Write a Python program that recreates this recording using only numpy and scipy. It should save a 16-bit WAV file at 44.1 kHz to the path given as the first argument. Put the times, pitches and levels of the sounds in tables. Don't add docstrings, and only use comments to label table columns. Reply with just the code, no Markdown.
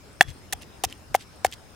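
import sys
import numpy as np
from scipy import signal
from scipy.fft import rfft, irfft
from scipy.io import wavfile
from scipy.ndimage import uniform_filter1d

SR = 44100
rng = np.random.default_rng(int(sys.argv[2]) if len(sys.argv) > 2 else 0)


def nominal_scale(level):
    x = np.asarray(level, float) / 20
    return 10 ** x


def to_wav(s):
    ch = np.atleast_2d(s).T
    pcm = np.round(np.clip(ch, -1, 1) * 32767)
    wavfile.write(sys.argv[1], SR, pcm.astype(np.int16))


N = 77175


def evened(x):
    return x / np.sqrt(np.mean(x ** 2) + 1e-20)


def read(points, hz):
    f, value = np.transpose(points)
    return np.interp(np.log(hz + 1), np.log(f + 1), value)


def add(mix, s, sound):
    part = mix[..., round(s * SR):][..., :sound.shape[-1]]
    part += sound[..., :part.shape[-1]]


def left_right(value):
    return np.array([[value], [-value]])


def coloured(x, tone):
    gain = nominal_scale(read(tone, np.fft.rfftfreq(x.shape[-1], 1 / SR)))
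    return irfft(rfft(x) * gain, x.shape[-1])


def resonate(x, hz, width):
    b, a = signal.iirpeak(hz, hz / width, SR)
    return evened(signal.lfilter(b, a, signal.lfilter(b, a, x)))


def crackle(per_s, spread_db, tone, wide):
    t = np.arange(200) / SR
    out = np.zeros((3, N))
    for hz in np.geomspace(900, 15000, num=16):
        size = rng.standard_normal((3, N))
        size *= nominal_scale(spread_db * np.minimum(rng.exponential(1, (3, N)), 4))
        bursts = size * (rng.random((3, N)) < per_s / SR / 16)
        cycles = t * hz
        grain = cycles * np.exp(-cycles / 0.69) * np.sin(2 * np.pi * cycles) * hz
        out += signal.oaconvolve(bursts, grain[None], axes=1)[:, :N]
    clump = nominal_scale(4.4 * evened(uniform_filter1d(rng.standard_normal(N), 60)))
    return evened(coloured((out[0] + wide * out[1:]) * clump, tone))


# (frequency [Hz], level per Hz [dB])
HUSH_TONE = [(76, -45), (130, -10), (295, -5), (333, -7.5), (440, -8), (1430, -14.5), (1720, -17.5),
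             (8680, -26.5), (15500, -35)]
# (frequency [Hz], likeness [0-1])
HUSH_LIKENESS = [(60, .4), (300, 0.65), (1000, 0.21), (3000, 0.24), (15000, 0.11)]


def hush():
    level_db = -51.5
    frames, hz = N // 256 + 5, np.fft.rfftfreq(1024, 1 / SR)
    a, b, c, d, patches = rng.standard_normal((frames, 513, 5)).T
    patches = evened(uniform_filter1d(uniform_filter1d(patches, 10, 0), 12, 1))
    same = np.clip(read(HUSH_LIKENESS, hz), -1, 1)[:, None]
    left = a + 1j * b
    right = same * left + np.sqrt(1 - same ** 2) * (c + 1j * d)
    spectra = np.array([left, right]) * nominal_scale(read(HUSH_TONE, hz)[:, None] + 2.2 * patches)
    noise = signal.istft(spectra, nperseg=1024, noverlap=768)[1][:, :N]
    return nominal_scale(level_db) * evened(noise) * nominal_scale(left_right(1.))


# (start [s], length [s], level [dB])
INSECT_CHIRPS = [(0.12, 0.082, -68.5), (0.314, 0.088, -66), (0.566, 0.053, -64), (.748, 0.07, -69.5),
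                 (0.94, 0.069, -68), (1.35, 0.081, -67.5), (1.55, .045, -66), (1.608, 0.019, -71.5),
                 (1.689, .07, -67)]


def insects():
    drone_hz, drone_width_hz, drone_db = 5180, 210, -66
    chirp_hz, chirp_width_hz, pulses_per_s = 8860, 220, 39
    t = np.arange(N) / SR
    drone = nominal_scale(drone_db) * resonate(rng.standard_normal((2, N)), drone_hz, drone_width_hz)
    on = sum(nominal_scale(db) * np.clip(np.minimum(t - s, s + length - t) / 0.011, 0, 1)
             for s, length, db in INSECT_CHIRPS)
    pulses = 1 + 0.41 * np.sin(2 * np.pi * pulses_per_s * t)
    chirp = on * pulses * resonate(rng.standard_normal(N), chirp_hz, chirp_width_hz)
    return drone + chirp * nominal_scale(left_right(1.5))


# (middle [s], level [dB], half length [s], left-right [dB])
WIND_GUSTS = [
    (0.29, -49.5, 0.03, 30),
    (0.41, -55.5, 0.049, -1),
    (0.533, -54, 0.013, -18.5),
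    (0.11, -65, 0.02, -3),
    (0.638, -64, 0.03, -16),
    (1.115, -51, 0.017, 2.5),
    (1.472, -49, 0.01, -7),
]


def gusts():
    gust_hz, width_hz, breeze_db, port_own = 78.5, 49, -52.5, .95
    t = np.arange(N) / SR
    air = rng.standard_normal((3, N))
    air = air[0] + port_own * air[1:]
    b, a = signal.iirpeak(gust_hz, gust_hz / width_hz, SR)
    low = evened(signal.lfilter(b, a, signal.lfilter(*signal.butter(2, 220, fs=SR), air)))
    lumps = sum(nominal_scale(db + pan_db * left_right(.5)) * np.exp(-((t - s) / half) ** 2)
                for s, db, half, pan_db in WIND_GUSTS)
    return low * (nominal_scale(breeze_db + left_right(1.2)) + lumps)


# (frequency [Hz], level [dB])
YARD_ECHO_TONE = [(200, 0), (2000, 0), (5000, -10), (15000, -26)]


def yard(x):
    near_db, near_t60 = -25.5, 0.094
    wall_db, wall_s, wall_spread_s = -51.5, 0.17, 0.04
    t = np.arange(8000) / SR
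    taps = rng.standard_normal((2, 2, 8000))
    near = taps[0] * nominal_scale(-60 * t / near_t60) * (t > .002)
    wall = taps[1] * np.exp(-((t - wall_s) / wall_spread_s) ** 2)
    tail = nominal_scale(near_db) * near / np.linalg.norm(near[0])
    tail = tail + nominal_scale(wall_db) * wall / np.linalg.norm(wall[0])
    return signal.fftconvolve(x[None], coloured(tail, YARD_ECHO_TONE), axes=1)[:, :N]


# (start [s], level [dB], start pitch [Hz], end pitch [Hz], length [s])
MORTAR_ROCKS = [
    (0.272, -51, 161, 53.6, 0.035),
    (.540, -38.5, 88, 74.2, 0.046),
    (.838, -40.5, 120, 76, 0.023),
    (0.862, -31.5, 110, 53, 0.018),
    (1.451, -38.5, 95, 64.6, 0.049),
]


def rocks():
    out = np.zeros((2, N))
    for s, level_db, start_hz, end_hz, length in MORTAR_ROCKS:
        u = np.arange(0, 1, 1 / (length * SR))
        turns = np.cumsum(start_hz * (end_hz / start_hz) ** u) / SR
        swell = np.sin(np.pi * u ** 0.45)
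        thump = swell * np.sin(2 * np.pi * turns + left_right(.6))
        add(out, s, nominal_scale(level_db + left_right(2.)) * thump)
    return out


POP_TIMES = [.2290, .2670, .3050, .5280, .5330, .6214, .8385, .8395, .8497, .8993, .9258, 1.1530, 1.4465,
             1.4690, 1.5150, 1.5250, 1.5348, 1.5390]
# (peak [dB], pitch [Hz], ring [ms])
STICKY_POPS = [(-16, 1300, 0.22), (-60, 5700, 0.38), (-38.5, 10600, 0.16), (-29, 2800, 0.75),
               (-9.5, 9000, 0.15), (-30, 3800, 0.48), (-45, 3900, 0.27), (-14, 3560, 0.43),
               (-8, 5860, 0.44), (-30.5, 5300, 0.43), (-24.5, 2910, 1.13), (-9, 6500, 0.25),
               (-16.5, 3060, 0.96), (-45, 7000, .25), (-30.5, 8700, 0.26), (-24, 3150, 0.63),
               (-36, 1200, 0.28), (-24, 4300, 0.32)]


def pops():
    out = np.zeros((2, N))
    t = np.arange(600) / SR
    edge = 1 - np.exp(-t / 0.000076)
    for s, (peak_db, hz, ring_ms) in zip(POP_TIMES, STICKY_POPS):
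        fizz = rng.standard_normal((3, 600)) * np.exp(-t / 0.00059)
        tone = np.exp(-1000 * t / ring_ms) * np.sin(2 * np.pi * hz * t)
        add(out, s, nominal_scale(peak_db) * edge * (tone + .5 * fizz[0] + 0.2 * fizz[1:]))
    return signal.lfilter(*signal.butter(2, [1800, 13000], "band", fs=SR), out)


# (middle [s], half length [s], level [dB], cavity pitch [Hz], cavity level [dB])
PESTLE_PEELS = [
    (0.296, 0.013, -47, 3367, -6),
    (0.627, 0.0098, -47, 2740, -5),
    (0.913, 0.017, -48, 3160, -9),
    (1.217, 0.014, -46.5, 3240, -34),
    (1.532, 0.0077, -38.5, 3180, -10.5),
]
GAP_WIDTHS = [90, 397, 320, 320, 320]
# (frequency [Hz], level [dB])
PEEL_COLOUR = [(800, -42), (1800, -3.5), (3100, -4.5), (5000, -7), (9000, -11.5), (15000, -28)]


def peels():
    t = np.arange(N) / SR
    fizz = crackle(10000, -0.5, PEEL_COLOUR, 0.77)
    out = np.zeros((2, N))
    for (s, half, db, hz, cavity_db), width in zip(PESTLE_PEELS, GAP_WIDTHS):
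        swell = np.exp(-((t - s) / half) ** 2 * 0.5)
        out += nominal_scale(db) * swell * (fizz + nominal_scale(cavity_db) * resonate(fizz, hz, width))
    return out


# (start [s], length [s], level [dB], change by the end [dB], grinding into the bowl [dB])
PASTE_CRUSH = [
    (0.2086, 0.00155, -38.5, 21, -22),
    (.2090, 0.0025, -26, 7, -5),
    (0.21, 0.019, -28, 1, -7),
    (0.524, 0.014, -20.5, -2, 4.5),
    (0.836, 0.019, -18, -8.5, -23),
    (1.143, 0.021, -23.5, -9, -12),
    (1.4450, 0.0042, -21, -1.5, -15),
    (1.447, .021, -32.5, 2.5, 8),
]
# (frequency [Hz], level [dB])
CRUSH_COLOUR = [(400, -8), (900, -6), (1400, -12.5), (3200, -5.5), (4500, -9), (6500, -5), (10000, -6.5),
                (15000, -12.5)]


def crush():
    rise_s, settle_t60, settle_db = 0.0022, 0.013, -37
    dull_hz, dulling = 7000, .55
    t = np.arange(N) / SR
    bright_level, dull_level, grind_level = np.zeros((3, N))
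    for s, length, level_db, change_db, grind_db in PASTE_CRUSH:
        u = t - s
        done = np.clip(u / length, 0, 1)
        after = np.maximum(u - length, 0)
        release = np.exp(-after / 0.00055) + nominal_scale(settle_db - 60 * after / settle_t60)
        stroke = nominal_scale(level_db + change_db * done) * np.clip(u / rise_s, 0, 1) * release
        bright_level += stroke * (1 - dulling * done)
        dull_level += stroke * dulling * done
        grind_level += stroke * nominal_scale(grind_db)
    fizz = crackle(40000, 1.8, CRUSH_COLOUR, 1.0)
    dull = signal.lfilter(*signal.butter(2, dull_hz, fs=SR), fizz)
    return bright_level * fizz + dull_level * dull, grind_level * fizz.mean(0)


# (frequency [Hz], level [dB], t60 [s])
BOWL_MODES = [(769, 0, .016), (943, -10.5, .0098), (514, 0, .0063), (1659, 0, .0029), (1818, 0, .0065),
              (2149, 0, .0072), (2765, 0, .0078), (3381, -11, .0213), (3384, -48, .25), (3750, -14, .005),
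              (6240, -16, .012), (6790, -13, .0072)]
MODE_PANS = [1, -2.5, 0.5, -1, -2, -4, 0, -5.5, -2, -5, -3, 9.5]


def ring(hard_db, spot):
    build_s, damp_curve, side_lag = .00016, 2., .07
    t = np.arange(8000) / SR
    shares = [1, 1, *spot] + [-nominal_scale(hard_db)] * 5
    out = np.zeros((2, 8000))
    for (hz, db, t60), share, pan_db in zip(BOWL_MODES, shares, MODE_PANS):
        level = nominal_scale(db - 60 * (t / t60) ** damp_curve + pan_db * left_right(.5))
        out += share * level * np.sin(2 * np.pi * hz * t + side_lag * pan_db * left_right(1))
    return (1 - np.exp(-t / build_s)) * out


KNOCK_TIMES = [.20918, .52661, .5290, .5339, .83963, 1.1446, 1.14811, 1.44823]
# (force [dB], hardness in the top modes [dB], direction [sign])
STONE_KNOCKS = [
    (-4.5, 1, 1),
    (-34.5, 10, -1),
    (-29.5, -18, 1),
    (-26.5, -16, 1),
    (-14.5, -23, -1),
    (-24.5, 0, 1),
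    (-7, -29, 1),
    (-8.5, -35, 1),
]
BLOW_SPOTS = [(-.45, -3.5, 4, .7, -1), (.3, .6, 3.6, -1.8, -2.5), (0, .6, 0, 0, 0), (0, 0, 0, .3, .3),
              (.3, .5, .06, .05, -.04), (0, 2.5, 0, 1.5, 0), (-.56, -.45, .32, -.28, -.08),
              (-.7, .5, -.56, -.4, .03)]
GRINDING_SPOT = (.2, 1.5, .8, 1.2, 1.2)


def knocks(grind):
    grind_db, low_cut_hz = -18.5, 200
    grind_ring = evened(ring(0, GRINDING_SPOT)) / 90
    out = nominal_scale(grind_db) * signal.oaconvolve(grind[None], grind_ring, axes=1)[:, :N]
    for s, (force_db, hard_db, direction), spot in zip(KNOCK_TIMES, STONE_KNOCKS, BLOW_SPOTS):
        add(out, s, np.sign(direction) * nominal_scale(force_db) * ring(hard_db, spot))
    return signal.filtfilt(*signal.butter(2, low_cut_hz, "high", fs=SR), out)


def scene():
    paste, grind = crush()
    pounding = knocks(grind) + paste
    echo = yard(pounding.mean(0))
    release = peels() + pops()
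    background = hush() + gusts() + insects()
    return pounding + echo + release + background + rocks()


def low_pass(x):
    return signal.sosfilt(signal.butter(12, 16640, fs=SR, output="sos"), x)


def record(dry):
    ceiling, edge_hz = .97, 16500
    clipped = np.clip(dry, -ceiling, ceiling)
    limited = signal.oaconvolve(clipped, signal.firwin(255, edge_hz, fs=SR)[None], "same")
    return low_pass(limited)


dry = scene()
out = record(dry)
to_wav(out)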